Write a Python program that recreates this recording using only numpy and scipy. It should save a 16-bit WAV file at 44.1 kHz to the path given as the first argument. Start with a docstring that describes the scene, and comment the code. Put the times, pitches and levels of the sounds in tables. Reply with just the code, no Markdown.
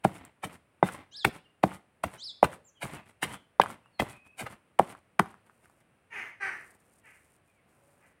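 """Fourteen evenly spaced blows, some hard and some soft, of a wooden pestle on moist paste in a stone mortar,
close to the microphone in a room.
Each blow squishes the paste with bursts of crackle and pops the air trapped in the hollow.
Bowl, mortar and pestle ring as short damped modes; noise makes the grinding on and the pull free.
Birds further off whistle in gliding sines and later squawk in rough pulses.
Late on, fingers gather the paste with a faint rustle of filtered noise."""
import sys
import numpy as np
from scipy import signal
from scipy.fft import rfft, irfft, next_fast_len
from scipy.io import wavfile
from scipy.ndimage import map_coordinates

SR = 44100
rng = np.random.default_rng(int(sys.argv[2]) if len(sys.argv) > 2 else 0)


def inscribe(sig):
    """Save sig as 16-bit PCM at rate SR to the path in sys.argv[1].

    A 1-D sig is mono; a 2-D sig holds one channel per row.
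    Samples are clipped to [-1, 1] before scaling.
    """
    pcm = np.round(np.clip(np.atleast_2d(sig).T, -1, 1) * 32767)
    wavfile.write(sys.argv[1], SR, pcm.astype(np.int16))


N = 361619  # samples, 8.2 s


def amp(db):
    """Decibels to gain."""
    return 10 ** (np.asarray(db) / 20)


def unit(x):
    """Scale to rms 1."""
    return x / np.sqrt(np.mean(x ** 2) + 1e-20)


def along(points, hz):
    """Read (Hz, value) points on a log frequency axis."""
    point_hz, values = np.transpose(points)
    return np.interp(np.log(hz + 1), np.log(point_hz + 1), values)


def ramp(t, length):
    """A smooth rise from 0 at t = 0 to 1 at t = length."""
    return np.sin(np.pi / 2 * np.clip(t / length, 0, 1)) ** 2


def add(out, start_s, x):
    """Mix x into out from start_s."""
    i = max(round(start_s * SR), 0)
    out[i:i + len(x)] += x[:len(out) - i]


def colour(x, points):
    """Filter x through a spectrum curve and scale it to rms 1."""
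    m = next_fast_len(len(x) + 2048)
    gain = amp(along(points, np.fft.rfftfreq(m, 1 / SR)))
    return unit(irfft(rfft(x, m) * gain, m)[:len(x)])


def noise(n, points):
    """Coloured noise of rms 1."""
    return colour(rng.standard_normal(n), points)


def crackle(n, points, density):
    """Tiny ruptures, density a second on average, over a soft hiss."""
    grains = rng.standard_normal(n) * (rng.random(n) < density / SR)
    return colour(unit(grains) + 0.18 * rng.standard_normal(n), points)


def wobble(n, rate):
    """A smooth random curve through rate knots a second."""
    knots = rng.standard_normal(int(n * rate / SR) + 4)
    return map_coordinates(knots, [np.arange(n) * rate / SR])


def ring(modes, t, scatter_db):
    """Damped modes with random phases, their strengths scattered anew at each strike."""
    total = 0
    for hz, db, t60 in modes:
        decay = amp(db + scatter_db * rng.normal() - 60 * t / t60)
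        total = total + decay * np.sin(2 * np.pi * (hz * t + rng.random()))
    return total * (1 - np.exp(-t / 0.00025))  # softened onset


def pop(t, hz, rise, decay):
    """A heavily damped air pocket, peaking at t = 0; it moves no net air."""
    envelope = np.exp(-(np.minimum(t, 0) / rise) ** 2 - np.maximum(t, 0) / decay)
    motion = np.sin(2 * np.pi * hz * t) * envelope
    return np.gradient(motion) * SR / (2 * np.pi * hz)


# reverberation time of the room: pitch_hz, t60_s
ROOM_DECAY = [(100, 0.35), (500, 0.35), (2000, 0.37), (5000, 0.43), (12000, 0.22)]


def room(x, early_db, late_db):
    """Nearby surfaces answer from 3 ms on; the room dies away after them, each pitch at its own rate."""
    hz, t, z = signal.stft(rng.standard_normal(SR // 2), SR, nperseg=256)
    fade = amp(-60 * t / along(ROOM_DECAY, hz)[:, None])
    tail = signal.istft(z * fade, SR, nperseg=256)[1]
    t = np.arange(len(tail)) / SR
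    # sparse early reflections, 60 dB down after 55 ms
    early = rng.standard_normal(len(t)) * (rng.random(len(t)) < .03) * amp(-60 * t / .055)
    answer = amp(early_db) * unit(early) + amp(late_db) * unit(tail)
    answer = answer / np.sqrt(len(t)) * (t > .003)
    answer[0] = 1  # the direct sound
    return signal.fftconvolve(x, answer)


# spectrum of the quiet air: pitch_hz, level_db per Hz
AIR_SPECTRUM = [(15, -39), (25, -17.5), (76, 0.5), (123, 1.5), (405, -5.5), (624, -5), (911, -10),
                (1100, -9.5), (2610, -13.5), (3520, -23.5), (4870, -30), (6740, -34), (9320, -21),
                (12200, -37), (16000, -32)]


def air():
    """The quiet air of the room: coloured noise with a slowly drifting level."""
    return amp(-69 + 0.72 * wobble(N, 9)) * noise(N, AIR_SPECTRUM)


# paste squeezed out: start_s (its peak), width_s, low_db (before a 3 dB cut), middle_db, fizz_db
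SQUISHES = [ (.047, .0044, -27, -35.5, -43.5), (0.442, .0083, -36, -40, -46),
            (.873, 0.0087, -40.5, -47, -50), (0.89, .0035, -35, -47, -63), (1.25, .0024, -18.5, -18, -27),
            (1.636, 0.0032, -28, -33, -45), (2.04, .003, -26.5, -33, -40.5), (2.43, .002, -30, -36.5, -45),
            (2.444, 0.005, -22, -31.5, -41.5), (2.829, 0.0098, -39, -39, -45.5),
            (3.234, .008, -33.5, -31.5, -38.5), (3.617, .002, -36, -24, -40),
            (4.001, .0044, -33, -26, -41.5), (4.4, .012, -41, -41, -43.5), (4.468, .005, -36, -43.5, -62),
            (4.7921, .0015, -24.5, -25.5, -38), (5.1951, .0015, -14, -25, -34)]
# spectra of the paste's low squelch, its middle and its fizz: pitch_hz, level_db per Hz
SQUISH_LOW = [(150, -17.5), (600, -0.5), (900, 1.5), (1400, -2.5), (2200, -34)]
SQUISH_MIDDLE = [(900, -26.5), (1600, -0.5), (2400, 2), (4000, -12), (7000, -31)]
FIZZ = [(2000, -32.5), (4000, -7.5), (6500, -8), (8800, 3), (10500, -2), (13000, -10.5), (16000, -17)]


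def squishes():
    """Air and moisture spurt from under the pestle in a dense crackle, coloured by the narrow gap."""
    out, n, lead = np.zeros(N), SR // 8, 1 / 25
    t = np.arange(n) / SR - lead
    for start_s, width, low_db, middle_db, fizz_db in SQUISHES:
        low = amp(low_db - 3) * noise(n, SQUISH_LOW)
        middle = amp(middle_db) * crackle(n, SQUISH_MIDDLE, density=5400)
        fizz = amp(fizz_db) * crackle(n, FIZZ, density=1800)
        spurt = low + middle + fizz
        # the wall of the bowl returns each spurt about a millisecond later
        spurt = spurt + 0.67 * np.roll(spurt, round(SR * rng.uniform(0.0007, .0018)))
        rise = np.exp(-abs(np.minimum(t, 0) / (1.1 * width)) ** 1.6)
        swell = rise / np.cosh(np.clip(t / width, 0, 50))
        add(out, start_s - lead, room(swell * spurt, early_db=-12, late_db=-22.0))
    return out


# pestle blows: start_s, knock_db, pitch_hz of the hollow (nominal), thud_db (relative),
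# pestle_ring_db (relative), bowl_ring_db, rocking_db, grinding_db, grinding_length_s
BLOWS = [ (0.0508, -6, 682, -27, -60, -25, -38, -50, .23), (0.438, -24, 840, -51, -70, -47, -39, -51.5, .1),
         (0.8293, -1.5, 739, -28, -38, -23, -37.5, -45, .18),
         (1.25, -12.5, 847, -33, -49.5, -31.5, -27.5, -50.5, .11),
         (1.6389, -3, 737, -26.5, -55, -27.5, -37, -47.5, .11),
         (2.039, -16, 1120, -42.5, -58, -32.5, -37, -52, .12),
         (2.43, -2, 815, -33, -40.5, -10, -32.5, -49, 0.11),
         (2.832, -26, 770, -51, -65.5, -47, -38.5, -45, .16),
         (3.2294, -24, 1163, -39, -51.5, -38, -38.5, -43, .11),
         (3.5996, 1.5, 925, -37, -38.5, -10.5, -40.5, -47.5, .14),
         (3.9988, -15, 790, -41.5, -47, -26, -28, -48, .14),
         (4.41, -32, 715, -47.5, -53.5, -47.5, -41, -52.5, .13),
         (4.7967, -.5, 773.7, -28.5, -56, -15, -42, -48.5, .13),
         (5.1973, -4, 1042, -28, -55.5, -29, -41, -59.5, .116)]
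# ringing modes of the stone mortar, the pestle and the bowl: pitch_hz, level_db (relative), t60_s
MORTAR_MODES = [(133.5, -6, .07), (180, 0.5, 0.073), (216.2, -5.5, 0.069), (329, 0, 0.042),
                (406.7, -2, 0.044), (778, 0.5, 0.034)]
PESTLE_MODES = [(1530, -3, 0.054), (2024, -1.5, 0.068), (3600, -15.5, .12)]
BOWL_MODES = [(565, 1.5, 0.022)]
# spectrum of the stone rocking: pitch_hz, level_db per Hz
ROCKING = [(30, -18.5), (80, 0.5), (180, 2), (400, -7), (700, -13), (1500, -37.5)]
ROCK_AFTER_S, ROCK_WIDTH_S = .022, 0.016  # the stone settles back after a blow


def blows():
    """The pestle shuts the hollow with a pop; bowl, mortar and pestle ring briefly."""
    out, t, lead = np.zeros(N), np.arange(SR // 4) / SR, 1 / 200
    # the ringing keeps little below 100 Hz
    thin = signal.butter(2, 100, "highpass", fs=SR, output="sos")
    rock_swell = np.exp(-((t - ROCK_AFTER_S) / ROCK_WIDTH_S) ** 2)
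    for start_s, knock_db, hz, thud_db, ring_db, bowl_db, rock_db, _, _ in BLOWS:
        knock = pop(t - lead, 0.9344 * hz, rise=0.00089, decay=0.0011)
        knock += amp(-18.0) * pop(t - lead, 2.1 * hz, rise=0.00045, decay=0.00022)
        add(out, start_s - lead, room(amp(knock_db) * knock, early_db=-13.5, late_db=-26.0))
        body = amp(thud_db + 9.5) * ring(MORTAR_MODES, t, scatter_db=1.0)
        body += amp(ring_db + 12.0) * ring(PESTLE_MODES, t, scatter_db=0)
        body += amp(bowl_db) * ring(BOWL_MODES, t, scatter_db=5)
        add(out, start_s, room(signal.sosfilt(thin, body), early_db=-12.5, late_db=-16.5))
        # the heavy stone rocks back onto the mat just after the blow
        add(out, start_s, amp(rock_db) * noise(len(t), ROCKING) * rock_swell)
    return out


# spectrum of pestle rubbing on stone: pitch_hz, level_db per Hz
GRIND = [(40, -10), (100, 6), (250, 3), (500, -3.5), (1000, -1), (1700, -6), (2060, -2.5), (2400, -7.5),
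         (3200, -12), (5000, -27.5), (9000, -37.5)]
PRESS_S, LIFT_DB_PER_S = 0.015, 299.5  # the pestle beds in; the grinding dies once it lifts
PULL_AFTER_S, PULL_WIDTH_S = .11, .022  # it pulls out of the sticky paste
RUB_EASE_S, RUB_PULL_DB = .22, -7  # the rubbing eases off and swells again on the pull
POCKETS_PER_S, POCKET_DB = 70, -11  # tiny air pockets burst under the rubbing
GRIT_DB, GRIT_EASE_S, GRIT_PULL_DB = -9, .07, -0.5  # grit against the rubbing; its own ease and pull


def grinding():
    """The pestle presses on through the paste, bursting tiny air pockets, eases off, then pulls free."""
    out, n = np.zeros(N), SR // 3
    t = np.arange(n) / SR
    pull = np.exp(-((t - PULL_AFTER_S) / PULL_WIDTH_S) ** 2)
    rubbing = np.exp(-t / RUB_EASE_S) + amp(RUB_PULL_DB) * pull
    gritting = amp(GRIT_DB) * (np.exp(-t / GRIT_EASE_S) + amp(GRIT_PULL_DB) * pull)
    for start_s, *_, db, length in BLOWS:
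        contact = ramp(t, PRESS_S) * amp(db - LIFT_DB_PER_S * np.maximum(t - length, 0))
        rub = amp(1.8 * wobble(n, 90)) * crackle(n, GRIND, density=1800)
        pockets = amp(POCKET_DB) * crackle(n, SQUISH_LOW, density=POCKETS_PER_S)
        grit = gritting * amp(1.2 * wobble(n, 140)) * crackle(n, FIZZ, density=2200)
        scrape = contact * (rubbing * (rub + pockets) + grit)
        add(out, start_s, room(scrape, early_db=-8.0, late_db=-15.5))
    return out


# quick contacts of pestle, hand and crumbs: start_s (its peak), peak_db (before the room),
# pitch_hz, tick_db (against the pop)
TAPS = [ (.2515, -33.5, 1500, 7.5), (.889, -22, 1305, -22), (1.718, -32, 1202, -23),
        (2.532, -31.5, 1392, -13), (2.8554, -27.5, 950, -21.5), (3.2299, -17, 1396, -16),
        (3.6373, -18, 850, -17.5), (3.661, -22, 1080, -22.5), (3.703, -28, 990, -15),
        (3.86, -47, 1090, -17.5), (4.0223, -17.5, 650, -22.5), (4.4265, -28.5, 700, -21.5),
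        (4.466, -27.5, 1400, -20), (4.951, -34.5, 1077, -21), (5.1952, -11, 1426, -16.5),
        (5.26, -32, 895, -14), (5.343, -38.5, 1103, -18), (5.498, -43.5, 1148, -22),
        (5.658, -45.5, 1398, -7), (5.699, -46.5, 850, -6.5)]


def taps():
    """Quick contacts: a small pop with a gritty tick."""
    out, n, lead = np.zeros(N), SR // 16, 1 / 500
    t = np.arange(n) / SR - lead
    for start_s, db, hz, tick_db in TAPS:
        tick = noise(n, FIZZ) * np.exp(-abs(t) / 0.00049)
        knock = pop(t, hz, rise=0.0008, decay=0.00033) + amp(tick_db) * tick / abs(tick).max()
        add(out, start_s - lead, room(amp(db) * knock / abs(knock).max(), early_db=-7.0, late_db=-18.5))
    return out


# arched whistles: top_s, top_hz, rise_width_s, fall_width_s, before_top_s, after_top_s, level_db (relative)
WHISTLES = [(1.173, 5350, .019, .034, 0.063, 0.078, -42.5), (2.247, 5400, 0.024, .04, 0.075, 0.077, -40),
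            (2.662, 7450, .09, 0.053, 0.021, 0.05, -60)]
# far bird notes: start_s, length_s, start_hz, end_hz, level_db (before a 2.5 dB cut)
FAR_NOTES = [ (1.11, .14, 1670, 1660, -64), (1.38, 0.14, 2933, 2850, -69.5), (2.745, .07, 3400, 2800, -65),
             (2.92, .11, 2750, 2565, -56), (3.28, 0.075, 2750, 3500, -51), (3.82, 0.093, 2830, 2635, -69),
             (3.92, 0.11, 4570, 3700, -68), (4.07, 0.13, 2610, 2420, -57), (4.163, .22, 2510, 2557, -61.5),
             (7.47, 0.052, 2526, 2300, -71), (7.55, 0.074, 2497, 1750, -70.5), (7.75, 0.25, 553, 586, -66)]
OVERTONE_DB, HARSH_DB = -21, 17.5  # the octave above; its extra gain on the rise
WHISTLE_FOOT, WHISTLE_RELEASE_S = .45, .022  # foot of an arch over its top pitch; fade at the end
# on the rise: pitch ratio and strength of the other side of the syrinx
SECOND_VOICE, SECOND_SHARE = 1.3, .53


def whistle(top_hz, rise, fall, before, after):
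    """An arched glide; on its rise the syrinx adds a second voice and a harsher octave."""
    t = np.arange(-before, after, 1 / SR)
    arch = 1 / (1 + abs(t / np.where(t < 0, rise, fall)) ** 1.5)
    hz = top_hz * (WHISTLE_FOOT + (1 - WHISTLE_FOOT) * arch)
    phase = 2 * np.pi * np.cumsum(hz * (1 + .014 * wobble(len(t), 600))) / SR
    rising = ramp(-t - .01, 0.042)  # falls to 0 just before the top
    second = SECOND_SHARE * rising * np.sin(SECOND_VOICE * phase)
    octave = np.sin(2 * phase + 1.2 * wobble(len(t), 1500))
    overtone = amp(OVERTONE_DB + HARSH_DB * rising) * octave
    swell = np.sqrt(ramp(t + before, before)) * amp(-6 * rising) * ramp(after - t, WHISTLE_RELEASE_S)
    return swell * (np.sin(phase) + second + overtone)


def song():
    """Whistles swell up to the top of an arch; plain, unsteady notes glide further off."""
    near, far = np.zeros(N), np.zeros(N)
    for top_s, top_hz, rise, fall, before, after, db in WHISTLES:
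        add(near, top_s - before, amp(db) * whistle(top_hz, rise, fall, before, after))
    for start_s, length, start_hz, end_hz, db in FAR_NOTES:
        n = round(length * SR)
        hz = np.linspace(start_hz, end_hz, n) * (1 + 0.021 * wobble(n, 120))
        level = amp(db - 2.5 + 3 * wobble(n, 60)) * np.sqrt(np.hanning(n))
        add(far, start_s, level * np.sin(2 * np.pi * np.cumsum(hz) / SR))
    # the room is strong against the direct sound, more so for the far notes
    return room(near, early_db=-7, late_db=-7.5)[:N] + room(far, early_db=-4.5, late_db=-3.5)[:N]


# scuffs of the pestle between the blows and after the last one: start_s, length_s, level_db (of the rubbing)
SCUFFS = [(3.05, 0.076, -58), (4.14, .045, -61.5), (4.24, 0.0484, -62), (4.96, .04, -61.5),
          (5.455, .031, -66), (5.625, 0.049, -64.5), (5.795, 0.0298, -66)]


def scuffs():
    """Short gritty rubs as the pestle shifts or lifts."""
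    out = np.zeros(N)
    for start_s, length, db in SCUFFS:
        n = round(length * SR)
        rub = crackle(n, GRIND, density=830)
        grit = amp(-10) * crackle(n, FIZZ, density=810)
        swell = amp(db) * np.sqrt(np.hanning(n))
        add(out, start_s, room(swell * (rub + grit), early_db=-7, late_db=-12.0))
    return out


# strokes of the fingers through the paste: start_s, length_s, crackle_db, rubbing_db
STROKES = [(5.44, .41, -80, -74.5), (6.12, .21, -75, -59), (6.41, .38, -70, -65.5),
           (6.778, 0.25, -72, -76.5), (7.018, .39, -73.5, -78), (7.43, 0.1635, -80.5, -84.5),
           (7.659, .49, -78, -71)]
# spectra of the crackling paste and the brushing sleeve: pitch_hz, level_db per Hz
CRUMBS = [(2000, -22), (4000, -10.5), (6500, -6.5), (9200, 6), (10800, -5.5), (12200, -4), (13500, -10),
          (16000, -13)]
SLEEVE = [(60, -4), (150, 2.5), (600, 2.5), (1300, -2), (3500, -22.5)]
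STROKE_ATTACK_S, STROKE_RELEASE_S = 0.035, 0.045


def rustle():
    """With each stroke of the fingers the paste crackles and the sleeve brushes along."""
    out = np.zeros(N)
    for start_s, length, crackle_db, rub_db in STROKES:
        n = round(length * SR)
        t = np.arange(n) / SR
        crumb_level = amp(crackle_db + 1.8 * wobble(n, 50) + 1.7 * wobble(n, 12.2))
        crumbs = crumb_level * crackle(n, CRUMBS, density=1400)
        sleeve = amp(rub_db) * noise(n, SLEEVE)
        touch = ramp(t, STROKE_ATTACK_S) * ramp(length - t, STROKE_RELEASE_S)
        add(out, start_s, touch * (crumbs + sleeve))
    return out


# squawks: start_s, start_hz, sag_hz_per_s, attack_s, hold_s, throat_size (relative), level_db
SQUAWKS = [(6.1, 475.5, 1007, .065, 0.028, 0.95, -38.5), (6.399, 407.3, 348.5, 0.024, 0.049, 1.05, -34.5),
           (7.03, 471.5, 995, 0.038, 0, 0.96, -55.5), (8.0, 436.8, 794, 0.035, 0, 0.99, -65)]
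# spectrum of the bird's throat at size 1: pitch_hz, level_db per Hz
THROAT = [(120, -18), (250, -18), (370, -10.5), (600, -17.5), (850, -8), (1080, -8.5), (1500, -1),
          (1950, 5.5), (2300, -1), (2700, -7.5), (3700, -33), (4900, -28), (5600, -30), (6200, -23),
          (7200, -41.5), (9300, -27.5), (14000, -54)]
SQUAWK_S, SQUAWK_FADE_DB_PER_S = 0.282, 126.5  # length of a call; fade after the hold
ROUGH_START, ROUGH_PER_S = 0.21, 4.26  # share of noise: a call breaks up as it goes
ODD_DB = -4.5  # odd harmonics against even ones


def squawks():
    """Harsh calls: the pitch sags and the pulses break up into noise as each one fades."""
    out, t = np.zeros(N), np.arange(0, SQUAWK_S, 1 / SR)
    rough = np.clip(ROUGH_START + ROUGH_PER_S * t, 0, .95)
    for start_s, hz, sag, attack, hold, throat_size, db in SQUAWKS:
        # a larger throat resonates lower
        throat = [(f / throat_size, level) for f, level in THROAT]
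        cycles = np.cumsum((hz - sag * t) * (1 + .044 * rough * wobble(len(t), 400))) / SR
        harmonics = sum(amp(ODD_DB * (k % 2)) * np.cos(2 * np.pi * k * cycles) for k in range(1, 25))
        pulses = colour(harmonics, throat)
        # noise that swells once per cycle
        rasp = colour(rng.standard_normal(len(t)) * (1 + np.cos(2 * np.pi * cycles)), throat)
        fade = amp(db - SQUAWK_FADE_DB_PER_S * np.maximum(t - attack - hold, 0))
        effort = np.minimum(t / attack, 1) * fade * ramp(SQUAWK_S - t, 0.058)
        add(out, start_s, effort * (np.sqrt(1 - rough) * pulses + np.sqrt(rough) * rasp))
    return room(out, early_db=-3, late_db=-4.5)[:N]


def scene():
    """All sources over the quiet air of the room, on one channel."""
    pounding = squishes() + blows() + grinding() + taps() + scuffs()
    return (air() + pounding + song() + rustle() + squawks())[None]


def record(dry):
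    """The microphone sheds rumble; the recorder clips at full scale and keeps nothing above its band limit."""
    dry = signal.sosfilt(signal.butter(2, 42, "highpass", fs=SR, output="sos"), dry)
    m = next_fast_len(N + SR // 2)
    band = ramp(16150 - np.fft.rfftfreq(m, 1 / SR), 400)  # fades out from 15750 to 16150 Hz
    return irfft(rfft(np.clip(dry, -1, 1), m) * band, m)[:, :N]


dry = scene()
out = record(dry)
inscribe(out)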